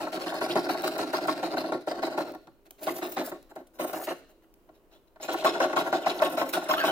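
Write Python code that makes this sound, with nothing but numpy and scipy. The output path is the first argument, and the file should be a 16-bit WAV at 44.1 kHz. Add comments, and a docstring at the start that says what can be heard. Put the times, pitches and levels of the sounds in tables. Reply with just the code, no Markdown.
"""Three spells of a jeweller's saw cutting silver on a wooden bench peg, close to a stereo microphone.
The first spell is quick and regular: teeth rasp, chips click and stick-slip knocks ring the peg's modes.
The tooth rate chirps up at each bite and down as the arm brakes. A second, shorter spell has lighter strokes;
after a pause with faint brushes of the blade, the third bites hard and squeals in many short glides.
Throughout, the flanks of the blade hiss, a short room tail answers, and filtered noise makes the workshop hum."""
import sys
import numpy as np
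from scipy import signal
from scipy.fft import rfft, irfft, next_fast_len
from scipy.io import wavfile
from scipy.ndimage import uniform_filter1d, map_coordinates

SR = 44100
rng = np.random.default_rng(int(sys.argv[2]) if len(sys.argv) > 2 else 0)


def store_pcm(level_fs):
    """Save levels as 16-bit WAV."""
    pcm = np.round(np.clip(level_fs, -1, 1) * 32767).astype(np.int16)
    wavfile.write(sys.argv[1], SR, np.atleast_2d(pcm).T)


N = 304728

# Saw cycles, each a light return and then a cut; levels are relative:
# (bite time [s], bite level [dB], judder level [dB], rasp level [dB], return rasp level [dB],
#  tooth rate amid the bite chirp [Hz], delay from bite to brake catch [s], brake catch level [dB])
STROKES = [(.004, -38.5, -35, -44, -74, 706, 0.065, -30), (.126, -50, -32.5, -41, -52.5, 970, 0.043, -32.5),
           (.264, -28, -34, -41, -44, 862, 0.058, -31.5), (.414, -25, -29.5, -38.5, -43, 649, 0.044, -36),
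           (.557, -19, -31.5, -40.5, -40.5, 815, 0.019, -23.5),
           (.692, -21.5, -32, -38, -44.5, 733.5, 0.055, -31),
           (.838, -28, -29.5, -36.5, -44, 728, 0.035, -36), (.988, -27, -31.5, -37, -45, 1160, 0.043, -34),
           (1.135, -22.5, -36, -37.5, -46.5, 822.6, 0.047, -30),
           (1.282, -23.5, -32, -39.5, -43, 1033, 0.017, -43),
           (1.429, -24.5, -33.5, -40.5, -46.5, 718, 0.04, -33),
           (1.570, -25, -33.5, -40.5, -45.5, 693, .036, -36),
           (1.721, -22, -35, -51, -48, 633.6, 0.023, -28.5),
           (1.874, -27.5, -40.5, -44, -68, 628, 0.038, -27.5),
           (2.028, -26, -30.5, -40.5, -51.5, 826, 0.044, -30.5),
           (2.177, -23.5, -33, -42.5, -50, 845, .028, -30.5), (2.336, -40, -76, -79, -55, 630, .013, -37),
           (2.472, -44, -89, -88, -77, 707, 0.02, -76), (2.87, -24.5, -33, -43.5, -58, 662, 0.037, -56),
           (3.021, -31.5, -37, -41.5, -55, 900, 0.026, -37), (3.170, -28, -31, -39, -55, 927, 0.042, -31),
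           (3.318, -31.5, -45, -59, -51.5, 693, .017, -57), (3.562, -37, -46.5, -65, -82, 660, 0.048, -68),
           (3.796, -28, -35, -42.5, -67, 726, 0.047, -28.5),
           (3.933, -30.5, -36.5, -45, -47, 713, 0.037, -33.5),
           (4.075, -29, -35.5, -38.5, -52.5, 969, 0.034, -30),
           (4.224, -75, -80, -68, -75.5, 540, 0.049, -79), (5.286, -27, -31.5, -43, -51.5, 728, 0.056, -28),
           (5.446, -18, -27, -35, -44, 914, 0.026, -27.5),
           (5.603, -18.5, -23.5, -39.5, -45, 795.5, 0.038, -23),
           (5.765, -20, -27.5, -38, -51, 824, .044, -29.5), (5.928, -20, -28, -41, -51, 797, 0.015, -27),
           (6.064, -18.5, -28.5, -38.5, -54.5, 961, .033, -52),
           (6.220, -15.5, -26, -37.5, -54, 890, .038, -33), (6.375, -26.5, -28, -39, -51, 1048, 0.04, -23),
           (6.533, -35, -30.5, -37.5, -53.5, 1210, .036, -27),
           (6.692, -23.5, -29, -35, -50.5, 888, .041, -25), (6.839, -20, -29, -35.5, -43.5, 919, 0.04, -26)]


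def amp(db):
    """Logarithmic level: decibels become an amplitude ratio."""
    return 10 ** (np.asarray(db) / 20)


def unit(x):
    """Power normalization: x scaled to rms 1."""
    return x / np.sqrt(np.mean(x ** 2) + 1e-20)


def steady(x, size=1400):
    """Short-time power normalization: rms near 1 over about size samples; faster grain stays."""
    power = np.mean(np.atleast_2d(x) ** 2, axis=0)
    smooth_power = uniform_filter1d(uniform_filter1d(power, size), size)
    return x / np.sqrt(np.abs(smooth_power) + 1e-12)


def along(points, hz):
    """Interpolation of (frequency [Hz], value) points on a logarithmic frequency axis."""
    f, v = np.transpose(points)
    return np.interp(np.log(hz + 1), np.log(f + 1), v)


def wobble(rate):
    """Band-limited random modulation: a smooth curve through rate random knots a second."""
    knots = rng.standard_normal(int(N * rate / SR) + 4)
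    return map_coordinates(knots, [np.arange(N) * rate / SR])


def filtered(x, response):
    """Linear filtering: the spectrum of x times a complex response of frequency."""
    m = next_fast_len(N + SR // 2)
    return irfft(rfft(x, m) * response(np.fft.rfftfreq(m, 1 / SR)), m)[..., :N]


def add(track, s, piece):
    """Superposition: a piece is summed into a track at s seconds."""
    start = int(np.clip(round(s * SR), 0, N))
    track[start:start + len(piece)] += piece[:N - start]


def progress(length):
    """Normalized time: 0 to 1 over length seconds."""
    return np.linspace(0, 1, max(int(length * SR), 8))


def pulses(rate, scatter_db):
    """Integrated rate: a click at each whole count, with its own random size."""
    hit = np.diff(np.floor(np.cumsum(rate) / SR), prepend=0) > 0
    return hit * amp(scatter_db * np.clip(rng.standard_normal(N), -2, 2))


def arm(swell=0.75, judder_turn_db=-15, rasp_turn_db=-19, hiss_turn_db=-23):
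    """Reciprocating motion: each pass swells in speed and force, then the blade nearly stops at the turn."""
    speed_crest = .62  # share of a pass at which the blade runs fastest
    turn_levels = (judder_turn_db, rasp_turn_db, hiss_turn_db)
    speed, force = np.zeros(N), np.zeros((3, N))  # force on judder, rasp and hiss
    moves = list(passes())
    paces = rng.uniform(.88, 1.08, len(moves))
    for (s, length, crest, hiss_crest, *levels), pace in zip(moves, paces):
        u = progress(length)
        speed_arch = np.sin(np.pi * np.interp(u, [0, speed_crest, 1], [0, .5, 1]))
        add(speed, s, pace * np.abs(speed_arch) ** .6)
        for track, db, peak, turn_db in zip(force, levels, (crest, crest, hiss_crest), turn_levels):
            arch = np.sin(np.pi * np.interp(u, [0, np.clip(peak, .1, .9), 1], [0, .5, 1]))
            press = np.abs(arch) ** swell + amp(turn_db)
            add(track, s, amp(db) * unit(press))
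    return speed, uniform_filter1d(force, size=200)


def passes():
    """Stroke kinematics: each cycle as return and cut, then the stray brushes of the blade.

    Yields (time [s], length [s], force crest, hiss crest [shares], judder, rasp, hiss level [dB])."""
    # Spells of sawing: (begin [s], length of a cut [s], share of a cut at which the hiss peaks [1])
    spells = [(0, .073, 0.18), (2.6, .071, 0.72), (4.6, .079, .3)]
    # Fit of the blade in the cut, as levels against the rasp:
    # (time [s], hiss of the cut [dB], hiss of the return [dB], judder of the return [dB])
    binding = [(0, -9, -7, 6.5), (.55, -5.5, -7.5, 9.5), (1.2, -8, -12.5, 10), (2.3, -13, -11, 16),
               (2.85, -2, 8.5, 18), (3.25, -18, 8.5, 6.5), (3.9, 2.5, 0.5, 8.5), (4.2, -16, 14, 4),
               (5.28, -15, 4, 7.5), (5.45, -22, -10, 7), (5.6, -4, -14, 13.5), (5.8, -7, -3, 15.5),
               (6.3, -6, 6.5, 18.5), (6.9, -4.5, -2.5, 8.5)]
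    # The blade brushes the piece: (time [s], length [s], relative rasp level [dB])
    brushes = [(1.805, .022, -64), (2.652, .03, -66.5), (2.78, .03, -64.5), (3.49, .035, -64.5),
               (3.779, .02, -70), (4.282, 0.046, -67), (4.418, 0.038, -73), (4.734, 0.052, -74),
               (4.904, .08, -70.5), (5.07, .02, -77), (5.207, 0.047, -53)]
    lead_s = .009  # the cut starts this long before its bite
    pause_s, restart_s = .12, .054  # after a gap of pause_s or more, the return is only a short lift
    cut_crest, return_crest = 0.29, 0.43  # share of a pass at which it presses hardest
    brush_judder_db, brush_hiss_db = 7.5, -0.5  # against the rasp
    fit = np.array(binding)
    turn = -1
    for s, _, judder_db, rasp_db, return_db, *_ in STROKES:
        _, cut_s, hiss_crest = spells[sum(s > row[0] for row in spells[1:])]
        cut_hiss_db, return_hiss_db, return_judder_db = (np.interp(s, fit[:, 0], c) for c in fit.T[1:])
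        start = s - lead_s
        back = turn if start - turn < pause_s else start - restart_s
        yield (back, start - back, return_crest, return_crest,
               return_db + return_judder_db, return_db, return_db + return_hiss_db)
        yield start, cut_s, cut_crest, hiss_crest, judder_db, rasp_db, rasp_db + cut_hiss_db
        turn = start + cut_s
    for s, length, db in brushes:
        yield s, length, return_crest, return_crest, db + brush_judder_db, db, db + brush_hiss_db


def catches():
    """Static friction: the teeth catch at the bite of each cut, at its brake, and at stray jolts.

    Rows are (time [s], relative level [dB], tooth rate [Hz], +1 speeding up or -1 slowing)."""
    # Stray catches that jolt the piece on the peg, and a few low handling rubs in the pause: (time [s],
    # relative level [dB])
    jolts = [(0.341, -29), (0.666, -31), (.962, -32), (1.25, -34), (1.335, -46), (1.394, -39),
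             (1.539, -29.5), (1.640, -29.5), (1.69, -32.5), (1.94, -35.5), (1.987, -34.5), (2.134, -51),
             (2.249, -43), (2.706, -54.5), (2.823, -44), (2.958, -46), (2.984, -42), (3.079, -36.5),
             (3.111, -48), (3.269, -39), (3.513, -48), (3.884, -52), (3.911, -58), (3.997, -36),
             (4.022, -37.5), (4.69, -52), (4.92, -62), (4.955, -62), (5.16, -50), (5.2, -44), (5.425, -34),
             (5.55, -29.5), (5.697, -36), (5.731, -27), (5.862, -31), (5.874, -29), (6.046, -36),
             (6.156, -52), (6.2, -28), (6.46, -36.5), (6.621, -34), (6.892, -27.5)]
    jolt_hz, brake_hz = 763.8, 855.6  # tooth rate amid the chirp
    cuts = [(s, bite_db, bite_hz, 1) for s, bite_db, _, _, _, bite_hz, *_ in STROKES]
    brakes = [(s + brake_s, brake_db, brake_hz, -1) for s, *_, brake_s, brake_db in STROKES]
    return cuts + brakes + [(s, db, jolt_hz, -1) for s, db in jolts]


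def bites(rise=0.17, fall=2.08, first_slip=1.45):
    """Stick and release: a catch loads fast and lets go more slowly; a hard slip marks the break."""
    bite_s = .015  # time scale of rise and fall
    catch_lead_s = 0.0019  # the teeth dig in this long before they break free
    force, breaks = np.zeros(N), np.zeros(N)
    u = 2 * progress(2 * bite_s)
    catch = np.minimum(u / rise, 1) * np.exp(-fall * u ** 2)
    for s, db, *_ in catches():
        add(force, s - catch_lead_s, amp(db) * catch)
        add(breaks, s, np.array([first_slip]))
    return force, breaks


def judder(rub, bite, slips, hardness_db, weight_db, soft_hz=520, low_hz=320, rub_db=-2.0, bite_db=0.56):
    """Stick-slip excitation: uneven knocks ring the peg; a firm grip and a hard bite brighten them."""
    slips = filtered(slips, lambda hz: hz / (hz + 60))
    drive = steady(unit(slips) + 0.38 * rng.standard_normal(N), size=260)
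    bite_force = amp(bite_db) * bite
    force = np.hypot(amp(rub_db + 1.0 * wobble(60)) * rub, bite_force)
    bright = amp(hardness_db - 8.5 + 8.7 * bite_force / (force + 1e-9))
    soft = filtered(drive, lambda hz: 1 / (1 + (hz / soft_hz) ** 4))
    low = filtered(drive, lambda hz: 1 / (1 + (hz / low_hz) ** 8))
    knocks = soft + bright * (drive - soft) + (amp(weight_db) - 1) * low
    # the force sets how far the peg swings, however the knocks happen to fall
    swing_power = filtered(knocks, peg) ** 2
    smooth_power = uniform_filter1d(uniform_filter1d(swing_power, size=800), size=800)
    swing = np.sqrt(np.abs(smooth_power) + 1e-12)
    return peg_ring(force * knocks / swing)


def peg(hz):
    """Modal summation: the resonances of the peg, bench and saw frame, with alternating sign."""
    # Modes: (frequency [Hz], bandwidth [Hz], relative level [dB])
    modes = [(131.7, 10.2, -18.5), (175.2, 15.3, -12), (259.8, 9.5, -8), (276.5, 5.5, -3), (319.6, 17, 0.5),
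             (354.5, 23.4, -1.5), (416.4, 20, -8), (463, 5, -9), (541.7, 11.6, -5.5), (560, 15.3, -6.5),
             (626.3, 67.5, 0), (710, 62.3, 1.5), (740.2, 51, 2), (872.4, 52.5, -2.5), (895.3, 64.6, -3.5),
             (1104, 21.5, -5.5), (1123, 17, -18), (1307, 163, -18.5), (1380, 46.5, -6.5), (1577, 110, -9.5),
             (1615, 72, -10), (1776, 38, -13.5), (1988, 110, -17)]
    return sum((-1) ** k * amp(db) * 1j * hz * width / (fc * fc - hz * hz + 1j * hz * width)
               for k, (fc, width, db) in enumerate(modes))


def ports(hz):
    """Interaural-like differences: level and phase of the peg's sound at the two microphone ports."""
    # (frequency [Hz], left minus right [dB], phase lead of the left [rad])
    differences = [(130, -2, 0.17), (247, -0.5, 0), (300, -3.5, 0), (448, 0, 0.5), (577, 1.5, 0.4),
                   (800, 0, -0.5), (945, 2.5, 0), (1018, 4.5, 2), (1220, 7, -1.2), (1424, 10, -1.5),
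                   (1760, -3, -2), (2000, -2.5, -2.5)]
    table, side = np.array(differences), np.array([[.5], [-.5]])
    level_db, lead = along(table[:, :2], hz), along(table[:, ::2], hz)
    return amp(side * level_db) * np.exp(1j * side * lead)


def peg_ring(drive, spread=0.024):
    """Shifted resonance: the fingers and the blade move the peg's modes a little over time."""
    seat = np.clip(wobble(7), -1, 1)
    # crossfade between modes tuned low, centred and high
    shares = {step: np.sqrt(np.clip(1 - np.abs(seat - step), 0, 1)) for step in (-1, 0, 1)}
    ring = sum(share * filtered(drive, lambda hz: peg(hz / (1 + step * spread)) * ports(hz))
               for step, share in shares.items())
    return ring / np.sqrt(sum(shares.values()))


def chatter(chatter_db=-1.5, centre_s=0.00596, waver=0.059, second_db=-13):
    """Frequency sweep: single teeth knock in a chirp, up at a bite and down at a brake or jolt."""
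    chatter_s, sweep_per_s = .034, 62  # chirp length; its rate changes by this share a second
    track, u = np.zeros(N), progress(chatter_s)
    t = (u - .5) * chatter_s
    for s, db, hz, direction in catches():
        jitter = unit(uniform_filter1d(rng.standard_normal(len(u)), size=40))
        rate = hz * np.exp(direction * sweep_per_s * t) * (1 + waver * jitter)
        phase = 2 * np.pi * np.cumsum(rate) / SR
        knocks = np.sin(phase) + amp(second_db) * np.sin(2 * phase)
        add(track, s + centre_s - chatter_s / 2, amp(db + chatter_db) * knocks * np.hanning(len(u)) ** 2)
    return .75 * peg_ring(track) + .55 * track  # through the peg, and direct


def silver(x, spectrum, t60):
    """Dense modal decay: hand-damped metal, struck at a new spot each stroke and unlike at each port."""
    t, out = np.arange(SR // 16) / SR, np.zeros((2, N))
    edges = [0] + [int(row[0] * SR) for row in STROKES[1:]] + [N]
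    for start, end in zip(edges, edges[1:]):
        for port in out:
            modes = rfft(rng.standard_normal(len(t)) * amp(-60 * t / t60))
            # neighbouring modes share the energy evenly; the broad colour is the spectrum's
            local_power = uniform_filter1d(np.abs(modes) ** 2, size=45)
            ring = irfft(modes / np.sqrt(np.abs(local_power) + 1e-12), len(t))[:len(t) // 2]
            add(port, start / SR, signal.fftconvolve(x[start:end], ring / np.linalg.norm(ring)))
    return filtered(out, lambda hz: amp(along(spectrum, hz)))


def patchy(x, depth_db):
    """Time-varying spectrum: the colour changes from moment to moment as the contact point moves."""
    z = signal.stft(x, nperseg=512)[2]
    field = uniform_filter1d(rng.standard_normal(z.shape[-2:]), size=4, axis=0)
    field = uniform_filter1d(field, size=7, axis=1)
    return signal.istft(z * amp(depth_db * unit(field)), nperseg=512)[1][..., :N]


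def rasp(force, tooth_hz, rasp_db=-1.5, grit=0.99):
    """Periodic excitation: teeth tear at the metal; flutter bunches them, even spacing leaves a tone."""
    # Silver and blade under the teeth, one colour a spell: deep in the cut, on light strokes, near
    # the edge; each is (frequency [Hz], relative level [dB])
    deep_colour = [(500, -37), (1300, 9), (1900, 2.5), (2300, -0.5), (2700, 2), (3400, -7.5), (4100, 4.5),
                   (4600, -1.5), (5400, -3), (6300, -19), (8000, -14.5), (16000, -16.5)]
    light_colour = [(500, -20), (1150, 14), (1900, 10), (2300, 1.5), (2850, 5.5), (3300, -8), (4200, -16),
                    (6300, -12), (8000, -15), (16000, -42)]
    edge_colour = [(500, -38), (1300, 6), (1900, -2.5), (2300, -2.5), (2600, 7), (3400, 0), (4100, 7),
                   (4700, -19), (5250, 5.5), (5900, -12), (7000, -6.5), (8500, -18), (16000, -44)]
    rate = tooth_hz * amp(.55 * wobble(700))
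    even = .25 * amp(2 * wobble(26))
    tone = np.sin(2 * np.pi * np.cumsum(rate) / SR)
    teeth = unit(pulses(rate, scatter_db=12.0)) + even * tone
    gritty = teeth + grit * rng.standard_normal(N)
    tearing = patchy(gritty * amp(0.8 * wobble(330)), depth_db=2)
    spell = np.searchsorted([2.6, 4.6], np.arange(N) / SR)  # starts of the later spells [s]
    rings = [silver(tearing, colour, t60=0.011) for colour in (deep_colour, light_colour, edge_colour)]
    ring = np.choose(spell, rings)
    snag = amp(2.2 * wobble(110) + 2.4 * wobble(420) - .9)
    return amp(rasp_db) * force * snag * steady(ring)


def chips(force, slips):
    """Impulsive fracture: each slip breaks a chip off with a crisp click; a few are much larger."""
    # A chip breaking off the silver: (frequency [Hz], relative level [dB])
    chip_colour = [(600, -27), (1600, -4), (2800, -0.5), (3400, -3), (4000, 4.5), (4700, -5.5), (7000, -10),
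                   (16000, -22.5)]
    sizes = slips * amp(3.5 * np.clip(rng.standard_normal(N), -2, 2))
    return force * steady(silver(sizes, chip_colour, t60=.005))


def hiss(force, top_db, hiss_db=-1, top_hz=11500):
    """Friction noise: blade flanks scrape the walls of the cut; the blade's fit sets the very top."""
    # (frequency [Hz], relative level [dB])
    wall_colour = [(2000, -34), (5500, -5.5), (7500, -6.5), (9500, -6), (10800, -3.5), (12000, -5.5),
                   (14200, 2.5), (15300, 3), (16000, -12.5)]
    flicker = amp(1.14 * wobble(450) + 3.1 * wobble(90))
    scrape = patchy(rng.standard_normal(N) * flicker, depth_db=4.0)
    wash = amp(hiss_db) * force * steady(silver(scrape, wall_colour, t60=0.0019))
    top = filtered(wash, lambda hz: 1 - 1 / (1 + (hz / top_hz) ** 12))
    return wash + (amp(top_db) - 1) * top


def sings(second_db=-17, third_db=-20, apart=1.66):
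    """Frequency-modulated harmonics: the blade squeals in rough glides, apart in phase [rad] at the ports."""
    # Squeals and rings: glides of the teeth, the blade's own ring near 1.1 kHz at some bites, and a faint rub
    # near 3.5 kHz: (time [s], length [s], start pitch [Hz], middle pitch [Hz], end pitch [Hz], relative level
    # [dB], random pitch waver as a share [1])
    squeals = [(.217, 0.045, 3850, 2950, 1900, -50, 0.078), (.277, .028, 2540, 3340, 3940, -43.5, 0.086),
               (.495, 0.034, 2240, 3120, 4030, -37, 0.16), (1.142, 0.024, 1038, 1078, 1075, -31.5, 0.023),
               (1.279, 0.027, 1093, 1070, 1080, -28, 0.022), (2.874, 0.023, 1003, 1070, 1050, -29.5, 0.032),
               (4.923, 0.062, 3350, 3510, 3470, -68.5, 0.075),
               (5.224, 0.0238, 6840, 6980, 6660, -34.5, .04),
               (5.226, 0.051, 2470, 2490, 2420, -51.5, 0.033), (5.372, .052, 1890, 2600, 2620, -50, .03),
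               (5.773, .026, 2650, 3943, 4883, -41, 0.069), (5.944, 0.032, 3340, 4593, 5430, -48, 0.072),
               (5.98, 0.032, 2900, 4400, 5700, -57, .06), (6.02, 0.053, 3940, 2686, 910, -48, 0.087),
               (6.078, .036, 2690, 3865, 5430, -45, .07), (6.097, 0.034, 3231, 3000, 2010, -43, 0.11),
               (6.178, 0.027, 6000, 4000, 1090, -45, 0.11), (6.226, 0.021, 1900, 2930, 3700, -38, .1),
               (6.25, 0.023, 3610, 3200, 2210, -37.5, 0.13), (6.376, .05, 1156, 2410, 895, -44, .1),
               (6.536, 0.035, 2420, 3580, 1800, -39, 0.083), (6.656, 0.034, 2460, 1640, 900, -44, .11),
               (5.449, 0.043, 1059, 1104, 1030, -24.5, 0.04),
               (5.471, 0.01518, 3590, 4080, 4430, -34, 0.081),
               (5.622, 0.03435, 1342, 1499, 1500, -32.5, 0.078),
               (5.767, 0.031, 1078, 1083, 1060, -25.5, 0.031), (6.531, 0.032, 1346, 1436, 1460, -31, 0.072),
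               (6.697, .035, 1117, 1063, 1036, -26, .03), (6.734, 0.011, 1400, 1493, 1540, -26, 0.045),
               (6.733, .03, 3630, 3440, 3350, -40.5, .05), (6.759, 0.048, 1107, 1333, 1390, -32.5, 0.03),
               (6.787, 0.054, 1535, 1592, 1450, -30, 0.085), (6.772, 0.04, 2930, 2960, 2600, -35, 0.054),
               (6.776, 0.048, 4200, 4466, 4300, -43.5, 0.02), (6.81, 0.034, 2570, 2594, 2540, -42, 0.018),
               (6.845, 0.081, 1535, 1500, 1470, -35.5, 0.06), (6.854, 0.1, 3060, 3070, 3120, -35, 0.025)]
    whistle = np.zeros(N)
    for s, length, start_hz, middle_hz, end_hz, db, waver in squeals:
        u = progress(length)
        jitter = uniform_filter1d(rng.standard_normal(len(u)), size=30)
        glide = np.polyval(np.polyfit([0, .5, 1], [start_hz, middle_hz, end_hz], 2), u)
        phase = 2 * np.pi * np.cumsum(glide * (1 + waver * unit(jitter))) / SR
        tone = np.sin(phase) + amp(second_db) * np.sin(2 * phase) + amp(third_db) * np.sin(3 * phase)
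        add(whistle, s, amp(db) * unit(tone * np.sin(np.pi * u)))
    rough = whistle * amp(4 * wobble(800) - 2)
    side = np.array([[.5], [-.5]])
    return filtered(rough, lambda hz: np.exp(1j * apart * side) / (1 + (hz / 7000) ** 4))


def ticks(tick_db=-5, rise=0.21):
    """Enveloped noise: bright, thin contacts; a short one clicks, a long one swells like a scuff."""
    # The blade snaps or scuffs against the edge of the cut: (time [s], relative level [dB], t60 [s])
    snaps = [(0.342, -28, .012), (0.82, -22, 0.0098), (.841, -36, .012), (0.873, -21, 0.031),
             (0.979, -23.5, 0.014), (1.13, -29, 0.0081), (1.272, -24, 0.013), (2.3196, -35, .01),
             (2.348, -36, 0.011), (2.7074, -27, 0.011), (2.828, -26, 0.079), (2.963, -27, .04),
             (2.981, -28, 0.034), (3.118, -25.5, 0.041), (3.147, -30, 0.011), (3.4265, -39, 0.012),
             (3.554, -40, 0.041), (3.668, -45.5, 0.031), (3.929, -27, 0.027), (4.033, -26, 0.084),
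             (4.54, -39.5, 0.0063), (5.325, -25, 0.06), (5.444, -22, 0.079), (6.488, -24, 0.051),
             (6.527, -20, 0.09)]
    track, t = np.zeros(N), np.arange(SR // 7) / SR
    for s, db, t60 in snaps:
        shape = amp(-60 * t / t60) * (1 - np.exp(-t / (rise * t60)))
        add(track, s, amp(db + tick_db) * shape / shape.max() * rng.standard_normal(len(t)))
    return silver(track, [(500, -18.5), (2500, -8.0), (7000, -10.5), (12000, -7.5), (15000, -4)], t60=0.0026)


def room(x):
    """Exponential reverberation: the small workshop's short noise tail, one for each port."""
    # (frequency [Hz], t60 [s])
    decay = [(200, 0.53), (1000, 0.3), (4000, 0.64), (14000, 0.29)]
    hz, t, z = signal.stft(rng.standard_normal((2, SR // 2)), SR, nperseg=256)
    tail = signal.istft(z * amp(-60 * t / along(decay, hz)[:, None]), SR, nperseg=256)[1]
    delayed = np.pad(tail / np.linalg.norm(tail[0]), ((0, 0), (300, 0)))  # 300 samples late
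    wet = signal.fftconvolve(x, delayed, axes=1)[:, :N]
    return diffuse(wet)


def diffuse(pair):
    """Spatial coherence: sound from all sides is most alike at the ports in the low mids, less elsewhere."""
    # (frequency [Hz], left-right likeness [1])
    likeness = [(30, 0.22), (70, 0.17), (150, 0.76), (700, 0.97), (1300, 0.18), (15000, 0.14)]
    turn = lambda hz: np.arccos(np.clip(along(likeness, hz), -1, 1)) / 2
    mid, side = filtered(pair, lambda hz: np.array([np.cos(turn(hz)), np.sin(turn(hz))]))
    return np.array([mid + side, mid - side])


def background(air_db=-63.5, hum_db=-68):
    """Spectrally shaped noise: quiet workshop air that drifts slightly, and a low, narrow drone."""
    # Workshop air: (frequency [Hz], relative spectral level [dB])
    air_colour = [(13, -30.5), (22, 0.5), (124, -19), (352, -14), (625, -16.5), (758, -23.5), (918, -21.5),
                  (1390, -28), (2090, -34), (2990, -33), (3430, -38.5), (4900, -40.5), (8710, -42),
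                  (12100, -39.5), (15500, -35)]
    # Drone bands: (frequency [Hz], relative level [dB])
    drone_bands = [(283, -2), (325, 3), (357, -1), (404, -1), (532, -9.5)]
    air = diffuse(filtered(rng.standard_normal((2, N)), lambda hz: amp(along(air_colour, hz))))
    drone = filtered(rng.standard_normal(N),
                     lambda hz: sum(amp(db) / (1 + ((hz - fc) / 4) ** 2) for fc, db in drone_bands))
    drift = amp(.7 * wobble(7))
    return amp(air_db) * drift * unit(air) + amp(hum_db) * unit(drone)


def scene(slip_rate=430):
    """Superposition: the saw at the peg, the room's answer and the background."""
    # How the piece is held and sawn: (time [s], nominal tooth rate [Hz], contact hardness [dB],
    # weight of the low knocks [dB], chips against the rasp [dB], top of the hiss [dB])
    grip = [(0, 5098, -2.5, 0.5, -6.5, -7), (1.2, 5211, -2.5, 1.5, -9.5, -7),
            (1.75, 4800, -10.5, -2.5, -7.5, -6), (2.15, 4475, -2.5, -1.5, -7, -2),
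            (2.449, 4200, -8.5, 6.5, -0.5, 5), (2.8, 3210, -5.5, 2.5, -2.5, 3),
            (4.2, 3180, -7.5, -5, -9.5, -3), (5.2, 3599, -2, -5, -1, -6.5), (6.9, 3396, 3, 1, -13.5, -2.5)]
    speed, (rub, tear, scrape) = arm()
    s, *columns = np.transpose(grip)
    now = np.arange(N) / SR
    tooth_hz, hardness_db, weight_db, chip_db, top_db = (np.interp(now, s, c) for c in columns)
    bite, breaks = bites()
    slips = pulses(slip_rate * amp(5 * wobble(260)), scatter_db=1.5)
    saw = judder(rub, bite, slips + breaks, hardness_db, weight_db)
    saw = saw + chatter()
    saw = saw + rasp(np.hypot(tear, amp(-28.5) * bite), tooth_hz * (speed + .03))
    saw = saw + chips(amp(chip_db) * np.hypot(tear, amp(-16) * bite), slips)
    saw = saw + hiss(np.hypot(scrape, amp(-31) * bite), top_db)
    saw = saw + sings() + ticks()
    return saw + amp(-12) * room(saw) + background()


def record(dry, top_hz=15900):
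    """Band limitation: nothing is kept from top_hz upward."""
    return filtered(dry, lambda hz: hz < top_hz)


dry = scene()
out = record(dry)
store_pcm(out)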